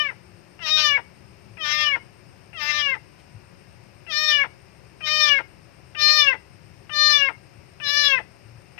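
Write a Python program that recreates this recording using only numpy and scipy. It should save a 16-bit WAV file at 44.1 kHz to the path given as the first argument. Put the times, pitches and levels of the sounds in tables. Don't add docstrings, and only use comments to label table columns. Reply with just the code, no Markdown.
import sys
import numpy as np
from scipy import signal
from scipy.fft import rfft, irfft, next_fast_len
from scipy.io import wavfile
from scipy.ndimage import uniform_filter1d

SR = 44100
rng = np.random.default_rng(int(sys.argv[2]) if len(sys.argv) > 2 else 0)


def waveform_to_disk(signal):
    frames = np.transpose(np.atleast_2d(signal))
    scaled = np.clip(frames, -1, 1) * 32767
    samples = np.round(scaled).astype(np.int16)
    wavfile.write(sys.argv[1], SR, samples)


N = 387638


def gain_of(db):
    return 10 ** (np.asarray(db) / 20)


def evened(x):
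    return x / np.sqrt(np.mean(abs(x) ** 2) + 1e-20)


def read(points, hz):
    f, value = np.transpose(points)
    return np.interp(np.log(hz + 1), np.log(f + 1), value)


def add(mix, s, sound):
    at = round(s * SR)
    sound = sound[max(-at, 0):]
    part = mix[max(at, 0):][:len(sound)]
    part += sound[:len(part)]


def wander(t, hz):
    knots = np.arange(t[0], t[-1] + 1 / hz, .5 / hz)
    return evened(np.interp(t, knots, rng.standard_normal(len(knots))))


def background(spectrum, level_db, patchy_db):
    # (frequency [Hz], level [dB])
    right_db = [(50, -2.5), (120, -13.5), (400, -15), (2500, -10.5), (5000, -19), (9000, -4.5),
                (14000, -0.5)]
    # (frequency [Hz], correlation [-1 to 1])
    likeness = [(60, 0.32), (150, 0.13), (390, -0.059), (1000, 0.096), (2540, 0.4), (6480, 0.11)]
    frames, hz = N // 512 + 5, np.fft.rfftfreq(2048, 1 / SR)
    a, b, c, d, patches = rng.standard_normal((5, frames, len(hz)))
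    patches = uniform_filter1d(patches, 9, 0)
    patches = evened(uniform_filter1d(patches, 12, 1))
    same = np.clip(read(likeness, hz), -1, 1)
    left = a + 1j * b
    unrelated = c + 1j * d
    right = (same * left + np.sqrt(1 - same ** 2) * unrelated) * gain_of(read(right_db, hz))
    z = np.array([left, right]) * gain_of(read(spectrum, hz) + patchy_db * patches)
    x = signal.istft(z.transpose(0, 2, 1), nperseg=2048, noverlap=1536)[1][:, :N]
    return gain_of(level_db) * x / x.mean(0).std()


def far_tone(rows, harmonics):
    s, hz, db = np.transpose(rows)
    t, out = np.arange(s[0], s[-1], 1 / SR), np.zeros(N)
    wavering_hz = np.interp(t, s, hz) * (1 + 0.0075 * wander(t, 8.1))
    turns = np.cumsum(wavering_hz) / SR
    stack = evened(sum(np.sin(2 * np.pi * k * turns) / k for k in harmonics))
    add(out, s[0], stack * gain_of(np.interp(t, s, db)))
    return out


def insect(level_db=-67, hz=8700, width_hz=520, depth=0.27, throbs_per_s=7.8):
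    t = np.arange(N) / SR
    band = signal.butter(2, [hz - width_hz / 2, hz + width_hz / 2], "band", fs=SR)
    rasp = signal.lfilter(*band, rng.standard_normal(N))
    throb = 1 + depth * np.cos(2 * np.pi * throbs_per_s * t + .4 * wander(t, 0.72))
    return gain_of(level_db) * evened(rasp * throb)


def bumps():
    # (centre time [s], half-length [s], mean pitch [Hz], peak level [dB])
    thuds = [(1.52, 0.074, 102.6, -41.5), (3.365, 0.068, 107, -36.5), (7.57, 0.0484, 109, -47),
             (8.53, .22, 107.8, -40)]
    out = np.zeros(N)
    for s, length, hz, db in thuds:
        t = np.arange(-length, length, 1 / SR)
        unsteady_hz = hz * (1 + .1 * wander(t, 30))
        thud = np.sin(2 * np.pi * np.cumsum(unsteady_hz) / SR)
        add(out, s - length, gain_of(db) * thud * np.hanning(len(t)) ** 2)
    return out


def scuff(s=3.17, length=0.063, low_hz=2100, high_hz=3000, level_db=-56):
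    noise, out = rng.standard_normal(round(length * SR)), np.zeros(N)
    rub = signal.lfilter(*signal.butter(1, [low_hz, high_hz], "band", fs=SR), noise)
    add(out, s, gain_of(level_db) * evened(rub) * np.hanning(len(rub)))
    return out


def housing(x, scatter_db=-22):
    # (frequency [Hz], gain at resonance [dB], time to fall 60 dB [s])
    modes = [(510, -7, .16), (2130, -20, .42), (2200, -24, .35), (2960, -20, .45)]
    # (frequency [Hz], time to fall 60 dB [s])
    decay_times = [(300, .22), (2000, .25), (5000, .2), (14000, .13)]
    size = SR // 2
    taps = rng.standard_normal(size) * (np.arange(size) > .006 * SR)
    hz, t, z = signal.stft(taps, SR, nperseg=256)
    fading = z * gain_of(-60 * t / read(decay_times, hz)[:, None])
    tail = signal.istft(fading, SR, nperseg=256)[1][:size]
    tail *= gain_of(scatter_db) / np.linalg.norm(tail)
    t = np.arange(size) / SR
    for mode_hz, db, t60 in modes:
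        decay = gain_of(-60 * t / t60)
        tail += 2 * gain_of(db) * decay / decay.sum() * np.sin(2 * np.pi * mode_hz * t)
    return signal.fftconvolve(x, tail)[:N]


def reflected(x, head_moves_ms=0.085):
    # (mean echo delay [ms], gain [ratio])
    walls = [(1.1, 0.21), (2.7, -0.26), (4.05, 0.16), (4.7, -0.13), (5.35, -0.25), (7.2, 0.16),
             (8.6, -0.15), (9.4, 0.23), (15, 0.14)]
    size = next_fast_len(len(x) + SR // 50)
    hz = np.fft.rfftfreq(size, 1 / SR)
    comb = np.ones(len(hz), complex)
    for ms, gain in walls:
        delay_s = (ms + head_moves_ms * rng.standard_normal()) / 10 ** 3
        comb += gain * np.exp(-2j * np.pi * hz * delay_s)
    return irfft(rfft(x, size) * comb, size)


def cracking(t, edge=.02, clean=.043):
    # (from [s], to [s], base level of half-pitch lines [dB], roughness added [0-1])
    cracks = [(0.607, 0.633, -2.5, 0.07), (0.656, 0.698, -2.5, 0.25), (0.773, 0.83, -4.5, 0.05),
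              (1.65, 1.727, 2, 0.15), (1.715, 1.841, 0, 0.02), (1.845, 1.89, -18, 0.06),
              (2.604, 2.713, 1.5, 0.21), (2.701, 2.818, -3.5, 0.03), (4.12, 4.136, -6, 0.1),
              (4.283, 4.35, -16.5, 0.01), (5.066, 5.087, 1, 0.07), (5.24, 5.294, -13, 0.01),
              (5.994, 6.031, -10, 0.15), (6.077, 6.105, -8, 0.1), (7.098, 7.108, -18.5, 0.21),
              (7.865, 7.896, -10, 0.09), (8.033, 8.056, -20, 0.15)]
    halves, rough = np.zeros(len(t)), np.full(len(t), clean)
    for start, end, db, roughness in cracks:
        gate = np.clip(np.minimum(t - start, end - t) / edge + .5, 0, 1)
        halves += gain_of(db) * gate
        rough += roughness * gate
    return halves, rough


def pitch_of(since, length, top_hz, top_at, catch, climb, fall, catch_s=.042, fall_curve=1.7):
    u, top_at = since / length, np.clip(top_at, .05, .95)
    rising = np.clip(1 - u / top_at, 0, 1)
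    falling = np.clip((u - top_at) / (1 - top_at), 0, 1)
    caught = catch * np.exp(-(since / catch_s) ** 2)
    return top_hz * (1 + caught - climb * rising ** 2 - fall * falling ** fall_curve)


def gesture(since, length, effort_db, attack_s, swell_db, open_hz, shut_at, treble_db):
    u = since / length
    soft = np.exp(-since / attack_s)
    spent = np.clip(1 - (length - since) / 0.042, 0, 1)
    effort = effort_db + swell_db * (u - .5) - 17.5 * soft - 9 * spent + 0.78 * wander(since, 18)
    ajar, open_s, shut_hz = 0.3, 0.04, 2124
    opening = 1 - (1 - ajar) * np.exp(-(since / open_s) ** 2)
    opening = opening * np.clip((1 - u) / (1 - shut_at), 0, 1)
    opening = opening * (1 + .035 * wander(since, 13.4))
    treble_opening, treble_edge = 0.42, 0.1
    shut_treble_db, soft_treble_db = -23, -10.5
    let_out = 1 / (1 + np.exp((treble_opening - opening) / treble_edge))
    treble = shut_treble_db + (treble_db + soft_treble_db * soft - shut_treble_db) * let_out
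    return effort, shut_hz + (open_hz - shut_hz) * opening, treble


def throat_db(hz, mouth_hz, treble_db, sharpness, peak_db=16.0, width_hz=273):
    # (frequency [Hz], level [dB])
    throat = [(550, -7.5), (700, 0), (1150, 1.7), (1750, 6), (2350, 5), (3000, 2.5), (4200, -2), (5500, 6),
              (6300, -11), (7300, -22.5), (9800, -42), (11500, -26.5), (13500, -24.5), (15000, -50.5)]
    resonance = sharpness * peak_db / (1 + ((hz - mouth_hz) / width_hz) ** 2)
    return read(throat, hz) + resonance + treble_db * np.clip((hz - 2200) / 2400, 0, 1)


def cry(start, length, pitch, mouth, lead=0.011, release=0.036, squeak=.4, sag=.14, creak_hz=150,
        edge_rough=1.0, release_db=-8, muffle_db=-7, nasal_db=4, rough_drag=.04):
    end = start + length
    t = np.arange(start - lead, end + release, 1 / SR)
    before, after = np.clip((start - t) / lead, 0, 1), np.clip((t - end) / release, 0, 1)
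    since = np.clip(t - start, 0, length)
    effort_db, mouth_hz, treble_db = gesture(since, length, *mouth)
    halves, rough = cracking(t)
    mouth_hz = mouth_hz * (1 - .78 * after ** .8)
    sharpness = 1 - 0.67 * np.minimum(halves + 3 * after, 1)
    hz = pitch_of(since, length, *pitch) * (1 + squeak * before - sag * np.minimum(4 * after, 1))
    hz *= 1 + .002 * wander(t, 45) + (.002 + .025 * rough) * wander(t, 160)
    hz *= 1 - rough_drag * (rough - rough.min())
    turns = np.cumsum(hz) / SR
    halves = halves * gain_of(1.5 * wander(t, 25)) + .6 * np.sqrt(after)
    voice = np.zeros(len(t))
    for k in np.arange(2, 54) / 2:
        angle = 2 * np.pi * (k * turns + rng.random())
        strength = 1
        if k % 1 != 0:
            strength = halves * min(k / 4.5, 1.15) * gain_of(3.5 * wander(t, 9))
        strength = strength * gain_of(min(k / 6, 3.5) * wander(t, 28))
        blur = rough * min(k / 6, 1.3) + edge_rough * np.sqrt(before + after)
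        blurred = blur * wander(t, 220) * np.cos(angle + rng.uniform(0, 2 * np.pi))
        line = strength * np.cos(angle) + blurred
        line = line * gain_of(nasal_db * np.minimum(3 * after, 1) * np.clip(3.5 - k, 0, 2) / 2)
        muffled_db = muffle_db * after * min(np.log2(k), 2)
        voice += line * gain_of(throat_db(k * hz, mouth_hz, treble_db, sharpness) + muffled_db)
    pulses = np.cos(2 * np.pi * creak_hz * (t - end) + wander(t, 60))
    creak = 1 - np.minimum(4 * after, .55) * pulses
    fade = np.minimum(4 * (1 - before), 1) * np.minimum(4 * (1 - after), 1)
    return t[0], voice * creak * fade * gain_of(effort_db + release_db * after)


def scene(bump_right_db=-11, far_right_db=-13):
    # (frequency [Hz], relative level [dB per Hz])
    rumble = [(15, -49.5), (25, -41), (43, -36.5), (59, -8), (104, 2), (186, -4.5), (253, -14), (374, -7),
              (487, -17.5), (545, -8.5), (626, -18), (700, -17.5), (910, -52.5), (1540, -120)]
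    hiss = [(500, -17.5), (700, 2.5), (1400, -2.5), (2700, -1), (3300, -13), (4300, -11.5), (5250, -3.5),
            (6100, -15), (7700, -21), (8700, -48), (9700, -26.5), (13500, -25), (15500, -44.5)]
    # (time [s], pitch [Hz], level [dB])
    drone = [(0, 177.5, -53.5), (.4, 175.3, -56), (.9, 192.8, -59), (1.5, 204, -58), (2, 200, -66),
             (4.6, 165.4, -68), (5, 162.4, -60.5), (5.8, 163.8, -57.5), (6.2, 160, -77)]
    # (time [s], base pitch [Hz], level [dB])
    far_call = [(3.05, 520, -74), (3.2, 502, -64), (3.35, 482, -64), (3.5, 460, -65)]
    # (start [s], length [s], nominal top pitch [Hz], top at [share of length], high catch [share of pitch],
    # climb [share of pitch], fall [share of pitch], base effort [dB], attack [s], swell [dB],
    # open-mouth resonance [Hz], jaw starts to shut [share of length], open-mouth treble [dB])
    cries = [(-.28, 0.38, 602.3, 0.76, 0.077, .06, 0.14, -27, .04, -17.5, 4000, 0.47, -5),
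             (0.601, 0.37, 619.6, 0.35, 0.17, 0.056, 0.11, -29.5, 0.051, 6.5, 3830, .6, 1.5),
             (1.581, 0.37, 605.3, 0.64, 0.11, 0.026, 0.11, -31.5, 0.03, 6, 3670, 0.61, -5),
             (2.54, 0.4, 596.4, 0.57, 0.17, 0.0058, 0.14, -32.5, .045, 5.5, 3680, 0.55, -5),
             (4.075, 0.36, 614.4, .43, 0.24, 0.15, 0.11, -30.5, 0.025, 10, 3920, 0.55, 0.5),
             (5.016, 0.37, 612.7, 0.39, 0.056, 0.048, 0.12, -28, 0.037, 6.5, 3996, .55, -.5),
             (5.958, 0.37, 608.2, .53, .026, .035, .162, -27.5, .032, 4, 4360, 0.515, 2),
             (6.904, 0.38, 601.4, .34, 0.072, 0.078, .11, -27.5, 0.044, 3, 4230, .5, 1),
             (7.81, 0.37, 584.2, 0.54, .066, 0.051, 0.14, -27.5, 0.048, 2.5, 4245, 0.55, -0.5),
             (8.788, .37, 613, .45, 0.092, 0.048, .13, -27.5, .04, 6.5, 4000, .55, -3)]
    floor = background(rumble, -53, patchy_db=0.5) + background(hiss, -58.5, patchy_db=0)
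    far = far_tone(drone, harmonics=range(1, 3)) + far_tone(far_call, harmonics=range(2, 4))
    far = far + insect() + scuff()
    kitten = np.zeros(N)
    for start, length, top_hz, top_at, catch, climb, fall, *mouth in cries:
        s, voice = cry(start, length, (top_hz, top_at, catch, climb, fall), mouth)
        add(kitten, s, reflected(voice))
    kitten = kitten + housing(kitten)
    leak = gain_of(-29.5) * signal.lfilter(*signal.butter(3, 2100, fs=SR), kitten)
    mix = np.array([kitten, leak]) + floor
    mix = mix + far * gain_of([[0], [far_right_db]])
    return mix + bumps() * gain_of([[0], [bump_right_db]])


def record(dry, edge_hz=15400):
    low_pass = signal.firwin(511, edge_hz, window=("kaiser", 9), fs=SR)
    return signal.oaconvolve(dry, low_pass[None], "same")


dry = scene()
out = record(dry)
waveform_to_disk(out)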